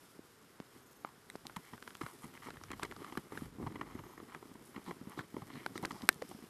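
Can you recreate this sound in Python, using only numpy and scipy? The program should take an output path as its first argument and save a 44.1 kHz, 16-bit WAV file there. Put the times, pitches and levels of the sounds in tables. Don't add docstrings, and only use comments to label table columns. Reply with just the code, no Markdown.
import sys
import numpy as np
from scipy import signal
from scipy.fft import rfft, irfft, next_fast_len
from scipy.io import wavfile
from scipy.ndimage import map_coordinates

SR = 44100
rng = np.random.default_rng(int(sys.argv[2]) if len(sys.argv) > 2 else 0)


def file_out(sig):
    cols = np.atleast_2d(sig).T
    lim = np.clip(cols, -1, 1)
    pcm = np.round(lim * 32767).astype(np.int16)
    wavfile.write(sys.argv[1], SR, pcm)


N = 286294
TIME = np.arange(N) / SR
HIT_TIME = np.arange(SR // 16) / SR
TOP_HZ = 13950

# (frequency [Hz], level [dB])
AIR_TONE = [(25, -21), (120, -2), (300, -6), (450, -1.5), (600, -9.5), (1400, -6), (2600, -17),
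            (4700, -20.5), (5200, -17), (5800, -23), (7000, -20.5), (14000, -27.5)]
# (frequency [Hz], level [dB])
WING_TONE = [(4500, -50), (6400, 0), (8000, -18), (10800, -14), (11700, 0), (13200, -6), (14000, -13)]
# (start [s], length [s], level [dB])
RASPS = [(0.738, 0.36, -67.5), (3.86, 0.39, -68)]
# (time [s], level [dB], pitch [Hz], width [share of pitch], treble limit [Hz])
DULL_BUMPS = [(0.192, -48, 303, 0.63, 470), (0.6016, -43.5, 223, 0.58, 6000), (1.355, -44, 294, 1.25, 1850),
              (6.2224, -39, 496, 0.18, 800)]
# (time [s], level [dB])
RUSTLE = [(0, -65.5), (.6, -67.5), (1.2, -66.5), (1.7, -64), (2.02, -62), (2.26, -62), (2.6, -64.5),
          (3.0, -62.5), (3.38, -64), (3.55, -66.5), (4.6, -65.5), (5.2, -65), (5.7, -64), (5.97, -61.5),
          (6.49, -62)]
# (time [s], level [dB])
EFFORT = [(0.0, -74), (0.47, -68.5), (1.43, -65.5), (1.61, -67.5), (2.86, -58), (3.29, -58), (3.36, -62.5),
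          (3.83, -56), (3.94, -56.5), (4.65, -61.5), (5.19, -59.5), (5.24, -61), (5.97, -54.5), (6.34, -61),
          (6.49, -63)]
# (middle [s], half-width [s], level [dB])
HEAVES = [(1.45, 0.074, -70), (2.7, 0.22, -60.5), (3.45, 0.09, -56), (3.65, 0.05, -49.5),
          (3.88, 0.21, -62.5)]
# (frequency [Hz], level [dB])
GROUND_TONE = [(20, -33), (45, -7), (85, -7), (130, -4.5), (220, -17), (600, -53)]
# (frequency [Hz], level [dB])
SOIL_TONE = [(25, -34), (50, -33), (110, -4), (230, 2.5), (400, 0.5), (560, -15.5), (900, -21), (2000, -84)]
# (frequency [Hz], level [dB])
GRIT_TONE = [(250, -8), (550, 8.5), (900, 1), (1300, 0.5), (2200, -3), (3000, -15), (4500, -17),
             (9000, -57)]
# (frequency [Hz], level [dB])
STRAW_TONE = [(1500, -7.5), (3200, 3), (4300, -1), (5200, 1.5), (6500, -3.5), (9000, -0.5), (11500, 1),
              (14000, -4)]
# (start [s], length [s], level [dB], pitch [Hz], width [share of pitch])
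SWISHES = [(1.85, 0.085, -71, 10500, .5), (1.981, 0.24, -64.5, 10500, 0.74),
           (2.201, 0.093, -62.5, 10000, 0.67), (2.425, 0.074, -65, 6000, 1.4),
           (3.302, 0.19, -66.5, 11000, .5), (4.64, 0.097, -66, 10000, .5), (4.85, 0.087, -66.5, 4020, .25),
           (5.169, 0.057, -59.5, 3920, 0.2), (5.488, 0.16, -67.5, 4000, 0.22),
           (5.745, 0.056, -58.5, 4800, .4), (5.899, .17, -66.5, 5030, .2), (6.198, .28, -71, 5200, 0.12)]
# (time [s], level [dB], pitch [Hz])
STEM_SNAPS = [(1.359, -61, 4900), (1.4685, -47.5, 4000), (1.567, -58, 6960), (1.569, -60, 12000),
              (2.6372, -58.5, 5500), (2.7168, -57, 6950), (2.834, -50.5, 7900), (2.853, -58, 4950),
              (3.175, -55, 11000), (5.097, -60, 11000), (5.6635, -58, 10500), (5.8268, -58.5, 11100),
              (5.8547, -44.5, 4560), (5.919, -56.5, 4530), (6.129, -60, 3700), (6.2225, -55, 4500),
              (6.292, -59.5, 8500)]
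# (start [s], length [s], level [dB], grit pitch [Hz])
SCRAPES = [(0.602, 0.049, -71, 1240), (1.058, .04, -62, 950), (1.629, 0.094, -63, 1600),
           (2.015, 0.026, -50.5, 1150), (2.047, 0.075, -60, 1100), (2.22, 0.032, -59, 1000),
           (2.337, 0.039, -57, 1350), (2.424, 0.071, -54, 1210), (2.688, 0.052, -55, 1400),
           (2.818, 0.042, -50.5, 1150), (2.992, 0.11, -55, 1110), (3.302, 0.16, -60.5, 1300),
           (3.861, 0.14, -59.5, 1100), (4.05, .11, -62.5, 996), (4.179, 0.03, -63, 1400),
           (4.283, 0.087, -58.5, 1190), (4.735, 0.061, -60.5, 1130), (4.858, 0.043, -53.5, 950),
           (5.099, 0.059, -58, 1100), (5.167, 0.045, -55.5, 900), (5.498, 0.17, -59.5, 1840),
           (5.952, 0.1, -57, 780)]
# (start [s], length [s], level [dB], slip rate [1/s], pitch [Hz])
SKIDS = [(3.585, 0.066, -51.5, 121, 256), (4.875, 0.031, -53.5, 168, 265),
         (5.532, 0.049, -55.5, 140, 243.8)]
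# (time [s], thud level [dB], thud pitch [Hz], clack level [dB], rough clack pitch [Hz])
FOOTFALLS = [(1.4537, -54.5, 227, -52.5, 885), (1.567, -46, 179, -44, 1360),
             (1.7352, -50, 208, -50.5, 1350), (2.0126, -46.5, 387, -46.5, 1490),
             (2.0154, -44.5, 314, -44.5, 1580), (2.034, -45.5, 137, -58, 1540),
             (2.2407, -49, 210, -57, 1760), (2.253, -50, 192, -61, 1830), (2.47, -55.5, 294, -52.5, 1420),
             (2.486, -51.5, 424, -51, 920), (2.541, -57, 240, -60, 1820), (2.557, -56, 170, -59, 1180),
             (2.613, -56, 304, -56.5, 1180), (2.705, -48, 298, -51.5, 1450),
             (2.733, -48.5, 282, -48.5, 1440), (2.832, -43, 363, -56, 1660),
             (2.8494, -47.5, 370, -48, 1890), (3.0187, -48.5, 350, -66, 1190),
             (3.124, -50, 315, -49.5, 1360), (3.1732, -43, 356, -49, 1320),
             (3.175, -42.5, 196, -42.5, 1430), (3.322, -49, 390, -50.5, 1160),
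             (3.331, -49.5, 290, -59, 1120), (3.353, -56, 280, -56, 1290), (3.42, -41.5, 242, -62, 1230),
             (3.458, -55, 260, -58, 1150), (3.525, -57.5, 240, -75, 1100), (3.6275, -44, 101, -55, 1300),
             (3.665, -44.5, 232, -47.5, 1160), (3.671, -42.5, 177, -43, 1180), (3.723, -53, 260, -60, 1460),
             (3.7574, -47.5, 340, -47.5, 1470), (3.796, -51, 300, -57, 1520),
             (3.813, -45.5, 296, -40, 1350), (3.831, -50, 300, -60, 1250), (3.952, -42.5, 244, -60, 1390),
             (3.991, -49, 130, -51, 1470), (4.038, -59, 296, -55.5, 1300), (4.178, -53.5, 335, -53.5, 1350),
             (4.201, -53, 356, -56, 1340), (4.427, -55, 363, -55, 1040), (4.455, -55, 287, -64, 1370),
             (4.515, -53, 260, -64, 1370), (4.5544, -53, 244, -59.5, 1230), (4.613, -57.5, 268, -69, 1360),
             (4.763, -46.5, 238, -48.5, 1350), (4.778, -47.5, 306, -55.5, 1300),
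             (4.9105, -46.5, 377, -44, 1100), (5.013, -46, 234, -63, 1220), (5.0718, -45.5, 220, -62, 1210),
             (5.176, -45, 320, -53, 1100), (5.188, -45, 161, -49, 1000), (5.207, -51, 302, -53, 1420),
             (5.3425, -44.5, 269, -57, 1080), (5.367, -41, 344, -48.5, 1000), (5.382, -47, 240, -61, 1270),
             (5.4207, -47.5, 135, -50.5, 877), (5.503, -53, 288, -53.5, 1370),
             (5.5555, -51, 269.5, -52, 1750), (5.703, -53, 270, -75, 1330), (5.7567, -44, 322, -47.5, 1420),
             (5.829, -42.5, 189, -46.5, 830), (5.8372, -45, 310, -43, 960), (5.85, -42.5, 357, -45.5, 1290),
             (5.909, -48.5, 251, -43, 1210), (5.926, -50, 250, -64, 1020), (6.0346, -43, 236, -57, 1000),
             (6.159, -52.5, 170, -64, 1180), (6.2191, -49.5, 288, -49.5, 730),
             (6.3137, -51.5, 320, -50.5, 834), (6.3477, -49, 221, -60, 820), (6.388, -55, 334, -60, 690),
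             (6.425, -54.5, 230, -63, 1730)]
# (time [s], level [dB], horn pitch [Hz], treble limit [Hz])
BUTTS = [(1.0483, -39, 1230, 2300), (3.1735, -43, 1700, 3200), (5.663, -36, 1500, 7000)]
# (frequency [Hz], level [dB], time to fade by 60 dB [s])
SKULL_NOTES = [(345, -17, .02), (910, -6.5, 0.012), (2190, -10.5, 0.01), (3000, -16, .006),
               (4050, -5.5, 0.0024), (8400, -17, .002)]
# (time [s], level [dB])
TIP_CLICKS = [(1.3007, -49), (5.778, -45.5)]
# (frequency [Hz], level [dB], time to fade by 60 dB [s])
TIP_NOTES = [(2040, 1, 0.0083), (3800, -2.5, 0.0064), (6100, -8.5, 0.0034), (8330, -3.5, 0.006),
             (13100, -11, .003)]
# (time [s], level [dB], rough pitch [Hz], offset for the bright snap [dB])
HORN_KNOCKS = [(1.497, -52.5, 1530, -26), (1.563, -50, 1230, -3), (1.778, -57, 1470, -28),
               (1.8252, -52, 1440, -7.5), (1.8768, -48, 1490, -10.5), (1.906, -56.5, 1460, -7),
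               (1.9519, -52.5, 1320, -3), (2.064, -45, 1420, -18), (2.375, -55, 1920, -19),
               (2.5049, -50, 1550, -10), (2.57, -54, 1850, -18), (2.6374, -52, 1250, -8.5),
               (2.716, -47.5, 1730, -7.5), (2.796, -47, 1090, -13.5), (2.832, -41.5, 1400, -5),
               (2.913, -51, 1900, -12), (2.9225, -49, 1270, -16), (2.9642, -52.5, 1200, -9.5),
               (3.0456, -48.5, 1230, -14), (3.153, -50.5, 1310, -21), (3.3748, -43.5, 1590, -18),
               (4.348, -45.5, 1300, -18.5), (5.192, -41.5, 1540, -19), (5.8505, -39.5, 1530, -15),
               (6.0203, -58.5, 1900, 3), (6.2216, -51, 2100, -14)]
# (frequency [Hz], level [dB], time to fade by 60 dB [s])
HORN_NOTES = [(760, -19, 0.0069), (1610, -9, 0.011), (1776, -45, 0.13), (1930, -11.5, 0.0066),
              (2330, -6, 0.0038), (4130, -6.5, 0.0023), (5300, -10, 0.0017), (8330, -8.5, 0.0046),
              (10700, -14, 0.002), (12460, -11.5, 0.0029)]
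# (time [s], level [dB], skull thump level [dB], thump pitch [Hz])
HARD_STRIKE = (6.0904, -3, -38.5, 314)


def amp(db):
    return 10 ** (np.asarray(db) / 20)


def unit(x):
    return x / np.sqrt(np.mean(x ** 2) + 1e-20)


def burst(x):
    return x * np.sqrt(SR / 100 / (np.sum(x ** 2) + 1e-20))


def add(track, s, sound):
    i = max(round(s * SR), 0)
    track[i:i + len(sound)] += sound[:max(len(track) - i, 0)]


def level(curve, s):
    return np.interp(s, *np.transpose(curve))


def band(x, low_hz, high_hz, order):
    edges = np.clip([low_hz, max(high_hz, low_hz * 1.1)], 10, SR / 2 - 100)
    return signal.sosfilt(signal.butter(order, edges, "band", fs=SR, output="sos"), x)


def coloured(x, tone):
    hz, db = np.transpose(tone)
    size = next_fast_len(N + 8192)
    log_hz = np.log(np.fft.rfftfreq(size, 1 / SR) + 1)
    gain = amp(np.interp(log_hz, np.log(hz), db))
    return unit(irfft(rfft(x, size) * gain, size)[:N])


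def wobble(rate):
    values = rng.standard_normal(int(N * rate / SR) + 4)
    return map_coordinates(values, [np.arange(N) * rate / SR])


def crunch(rate, spread_db, size=N):
    chance = rng.random(size) * SR / rate
    at = np.flatnonzero(chance < 1)
    out = np.zeros(size)
    out[at] = amp(-spread_db * np.log(chance[at] + .03)) * (-1) ** at
    return unit(out)


def resonate(x, hz, width):
    angle = 2 * np.pi * min(hz, TOP_HZ) / SR
    loss = np.sin(angle) * width / 2
    return burst(signal.lfilter([loss, 0, -loss], [1 + loss, -2 * np.cos(angle), 1 - loss], x))


def hollow(push, hz, scatter, width):
    pitches = hz * np.exp(rng.uniform(-scatter, scatter, 3))
    return burst(sum(resonate(push, pitch, width) for pitch in pitches))


def ringing(notes, t=HIT_TIME):
    return sum(amp(db - 60 * t / fade_s) * np.sin(2 * np.pi * hz * t) for hz, db, fade_s in notes)


def thump(hz, damping):
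    cycles = hz * HIT_TIME
    return burst(np.sin(2 * np.pi * cycles) * cycles * np.exp(-damping * cycles))


def contacts(chatter_s):
    push = amp(-13) * rng.standard_normal(len(HIT_TIME)) * np.exp(-HIT_TIME / (chatter_s + 0.0017))
    push[0] += 1
    for when, strength in zip(rng.random(4), rng.normal(0, 0.72, 4)):
        add(push, when * chatter_s, np.array([strength]))
    return push


def clacks(hits, lead_in_db, ring_share, ring_scatter, ring_width):
    body, snap = np.zeros(N), np.zeros(N)
    lead = SR // 200
    lead_in = amp(lead_in_db) * np.linspace(0, 1, lead) ** 3
    trickle = amp(-33 - 60 * HIT_TIME / 0.098)
    for s, db, hz, snap_db, chatter_s in hits:
        push = np.concatenate([lead_in, trickle]) * rng.standard_normal(lead + len(HIT_TIME))
        push[lead:] += contacts(chatter_s)
        ring = resonate(push, hz * 1.02, width=0.83)
        ring += ring_share * hollow(push, hz * 0.988, ring_scatter, ring_width)
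        ring = resonate(ring, hz * 0.56, width=1.24)
        edge = resonate(push, 3220, width=0.66) + 0.087 * hollow(push, 3930, scatter=0.42, width=0.032)
        add(body, s - lead / SR, amp(db) * ring)
        add(snap, s - lead / SR, amp(db + snap_db) * burst(edge))
    return amp(0.14) * band(body, 480, 3100, order=3) + amp(2.8) * band(snap, 3400, 22000, order=2)


def hollow_colour(x, delay_s=.00096, share=.55):
    late = np.interp(TIME - delay_s, TIME, x)
    return (x + share * late) / np.hypot(1, share)


def open_air():
    return amp(-64.5) * coloured(rng.standard_normal(N), AIR_TONE)


def grasshopper(rasps_per_s=21.8):
    loudness = np.zeros(N)
    for s, length, db in RASPS:
        swell = np.abs(np.sin(np.pi * np.clip((TIME - s) / length, 0, 1))) ** .5
        loudness += amp(db) * swell * np.cos(np.pi * rasps_per_s * (TIME - s)) ** 2
    return loudness * coloured(rng.standard_normal(N), WING_TONE)


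def dull_bumps():
    out, tap = np.zeros(N), signal.unit_impulse(len(HIT_TIME))
    for s, db, hz, width, treble_hz in DULL_BUMPS:
        add(out, s, amp(db) * burst(band(resonate(tap, hz, width), 45, treble_hz, order=2)))
    return out


def stalks():
    rustle_db = level(RUSTLE, TIME)
    db = rustle_db.mean() - 14 + 2 * (rustle_db - rustle_db.mean())
    cracks = resonate(crunch(rate=19, spread_db=3.5), 9300, width=3.3)
    return amp(db) * unit(band(cracks, 2000, 17000, order=1))


def scuffing():
    effort_db = level(EFFORT, TIME)
    grit_db = effort_db.mean() - 8 + 0.79 * (effort_db - effort_db.mean())
    heaves = sum(amp(db) * np.exp(-((TIME - s) / width) ** 2) for s, width, db in HEAVES)
    jerk = wobble(45)
    tremor = (amp(effort_db - 14) + heaves) * coloured(crunch(740, spread_db=3), GROUND_TONE)
    soil = amp(effort_db - 2 + 4.55 * jerk) * coloured(crunch(700, spread_db=4), SOIL_TONE)
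    grit = amp(grit_db + 4 * jerk) * hollow_colour(coloured(crunch(600, spread_db=2), GRIT_TONE))
    straw_db = level(RUSTLE, TIME) - 2.5 + jerk + 1.5 * wobble(14)
    straw = amp(straw_db) * coloured(crunch(7000, spread_db=4), STRAW_TONE)
    return tremor + soil + grit + straw


def swishes():
    out = np.zeros(N)
    for s, length, db, hz, width in SWISHES:
        progress = np.linspace(0, 1, round(length * SR))
        sweep = np.abs(np.sin(np.pi * progress ** 0.62))
        blades = resonate(crunch(2500, spread_db=5, size=len(progress)), hz, width)
        add(out, s, amp(db) * sweep * unit(band(blades, 2800, 13000, order=3)))
    return out


def stem_snaps():
    out, crack = np.zeros(N), signal.unit_impulse(len(HIT_TIME))
    for s, db, hz in STEM_SNAPS:
        ring = resonate(crack, hz, width=1.5) + resonate(crack, hz, width=0.14)
        add(out, s, amp(db) * burst(band(ring, 1400, 15000, order=2)))
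    return out


def scrapes(slide_s=0.053):
    grit, straw, t = np.zeros(N), np.zeros(N), np.arange(SR // 5) / SR
    slides = [(s, slide_s, clack_db - 27.5, hz) for s, _, _, clack_db, hz in FOOTFALLS]
    for s, length, db, hz in SCRAPES + slides:
        stroke = np.abs(np.sin(np.pi * np.clip(t / (length + 0.011), 0, 1))) ** 0.35
        rolling = unit(resonate(crunch(650, spread_db=4, size=len(t)), hz, width=0.52))
        add(grit, s - .005, amp(db) * stroke * rolling)
        add(straw, s - .005, amp(db - 14) * stroke * crunch(2000, spread_db=6, size=len(t)))
    return amp(0.4) * band(grit, 520, 3500, order=3) + amp(3.5) * band(straw, 1800, 10000, order=1)


def skids():
    out, grit_fade = np.zeros(N), amp(-60 * HIT_TIME / 0.025)
    for s, length, db, rate, hz in SKIDS:
        for t in np.arange(0, length, 1 / rate):
            swell = 1.77 + 0.52 * np.sin(np.pi * t / length)
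            grit = burst(band(rng.standard_normal(len(HIT_TIME)) * grit_fade, 680, 1080, order=3))
            slip = thump(hz * np.exp(rng.normal(0, 0.16)), damping=2.14) + amp(-14.5) * grit
            add(out, s + t + rng.normal(0, 0.00052), amp(db + rng.normal(0, 1)) * swell * slip)
    return out


def hoof_thuds(toe_delay_s=0.01687):
    hits, shudders = np.zeros(N), np.zeros(N)
    swell = (1 - np.exp(-HIT_TIME / 0.011)) * amp(-60 * HIT_TIME / 0.041)
    for s, db, hz, _, _ in FOOTFALLS:
        load_db = db + min(0.46 * (level(EFFORT, s) + 60), 0)
        add(hits, s, amp(db) * thump(hz, damping=1.9))
        toe = amp(load_db - 13) * thump(hz * 0.77, damping=1.9)
        add(hits, s + toe_delay_s * rng.uniform(0.75, 1.206), toe)
        shudder = resonate(swell * rng.standard_normal(len(HIT_TIME)), hz * 0.5, width=3.8)
        add(shudders, s + 0.00283, amp(load_db) * shudder)
    return amp(1.7) * hits + amp(-6) * band(shudders, 60, 550, order=2)


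def hoof_clacks():
    s, _, _, db, hz = np.transpose(FOOTFALLS)
    straw_db = level(RUSTLE, s)
    snap_db = -19 + 2.1 * (straw_db - straw_db.mean())
    chatter_s = np.full(len(s), 0.0032)
    hits = zip(s, db, hz, snap_db, chatter_s)
    return clacks(hits, lead_in_db=-8.5, ring_share=0.41, ring_scatter=0.3, ring_width=0.16)


def butts(horn_fade_s=0.011):
    out = np.zeros(N)
    for s, db, horn_hz, treble_hz in BUTTS:
        ring = ringing(SKULL_NOTES + [(horn_hz, 0, horn_fade_s)])
        add(out, s, amp(db) * burst(band(ring, 190, treble_hz, order=2)))
    return out


def tip_clicks():
    out = np.zeros(N)
    for s, level_db in TIP_CLICKS:
        ring = ringing([(hz, db + rng.normal(0, 0.69), fade_s) for hz, db, fade_s in TIP_NOTES])
        add(out, s, amp(level_db) * burst(band(ring, 900, 20000, order=2)))
    return out


def skull_thumps():
    out = np.zeros(N)
    for s, db, _, _ in HORN_KNOCKS:
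        add(out, s + 0.0011, amp(db - 8.5) * thump(hz=366, damping=3.5))
    return out


def horn_knocks():
    s, db, hz, snap_db = np.transpose(HORN_KNOCKS)
    chatter_s = .0007 * np.exp(-0.03 * (db - db.mean()))
    hits = zip(s, db, hz, snap_db, chatter_s)
    return clacks(hits, lead_in_db=-17, ring_share=1.5, ring_scatter=0.099, ring_width=0.11)


def hard_strike():
    s, level_db, skull_db, skull_hz = HARD_STRIKE
    out, t = np.zeros(N), np.arange(SR // 5) / SR
    ring = band(ringing(HORN_NOTES, t), 880, 22000, order=2)
    noise = unit(band(rng.standard_normal(len(t)), 300, 2600, order=2))
    ground_echo = noise * amp(-30 - 60 * t / 0.028)
    add(out, s, amp(level_db) * (ring + ground_echo))
    add(out, s + 0.00069, amp(skull_db) * thump(skull_hz, damping=2.4))
    return out


def scene():
    air = open_air()
    horns = horn_knocks() + skull_thumps() + butts() + tip_clicks() + hard_strike()
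    hooves = hollow_colour(hoof_clacks() + scrapes())
    ground = hoof_thuds() + skids() + scuffing() + swishes() + stalks() + stem_snaps()
    return (horns + hooves + ground + dull_bumps() + grasshopper() + air)[None]


def record(dry):
    size = next_fast_len(N + 8192)
    hz = np.fft.rfftfreq(size, 1 / SR)
    bass_cut = 1j * hz / (25 + 1j * hz)
    treble_cut = 1 / np.sqrt(1 + (hz / TOP_HZ) ** 240)
    return irfft(rfft(dry, size) * bass_cut * treble_cut, size)[..., :N]


dry = scene()
out = record(dry)
file_out(out)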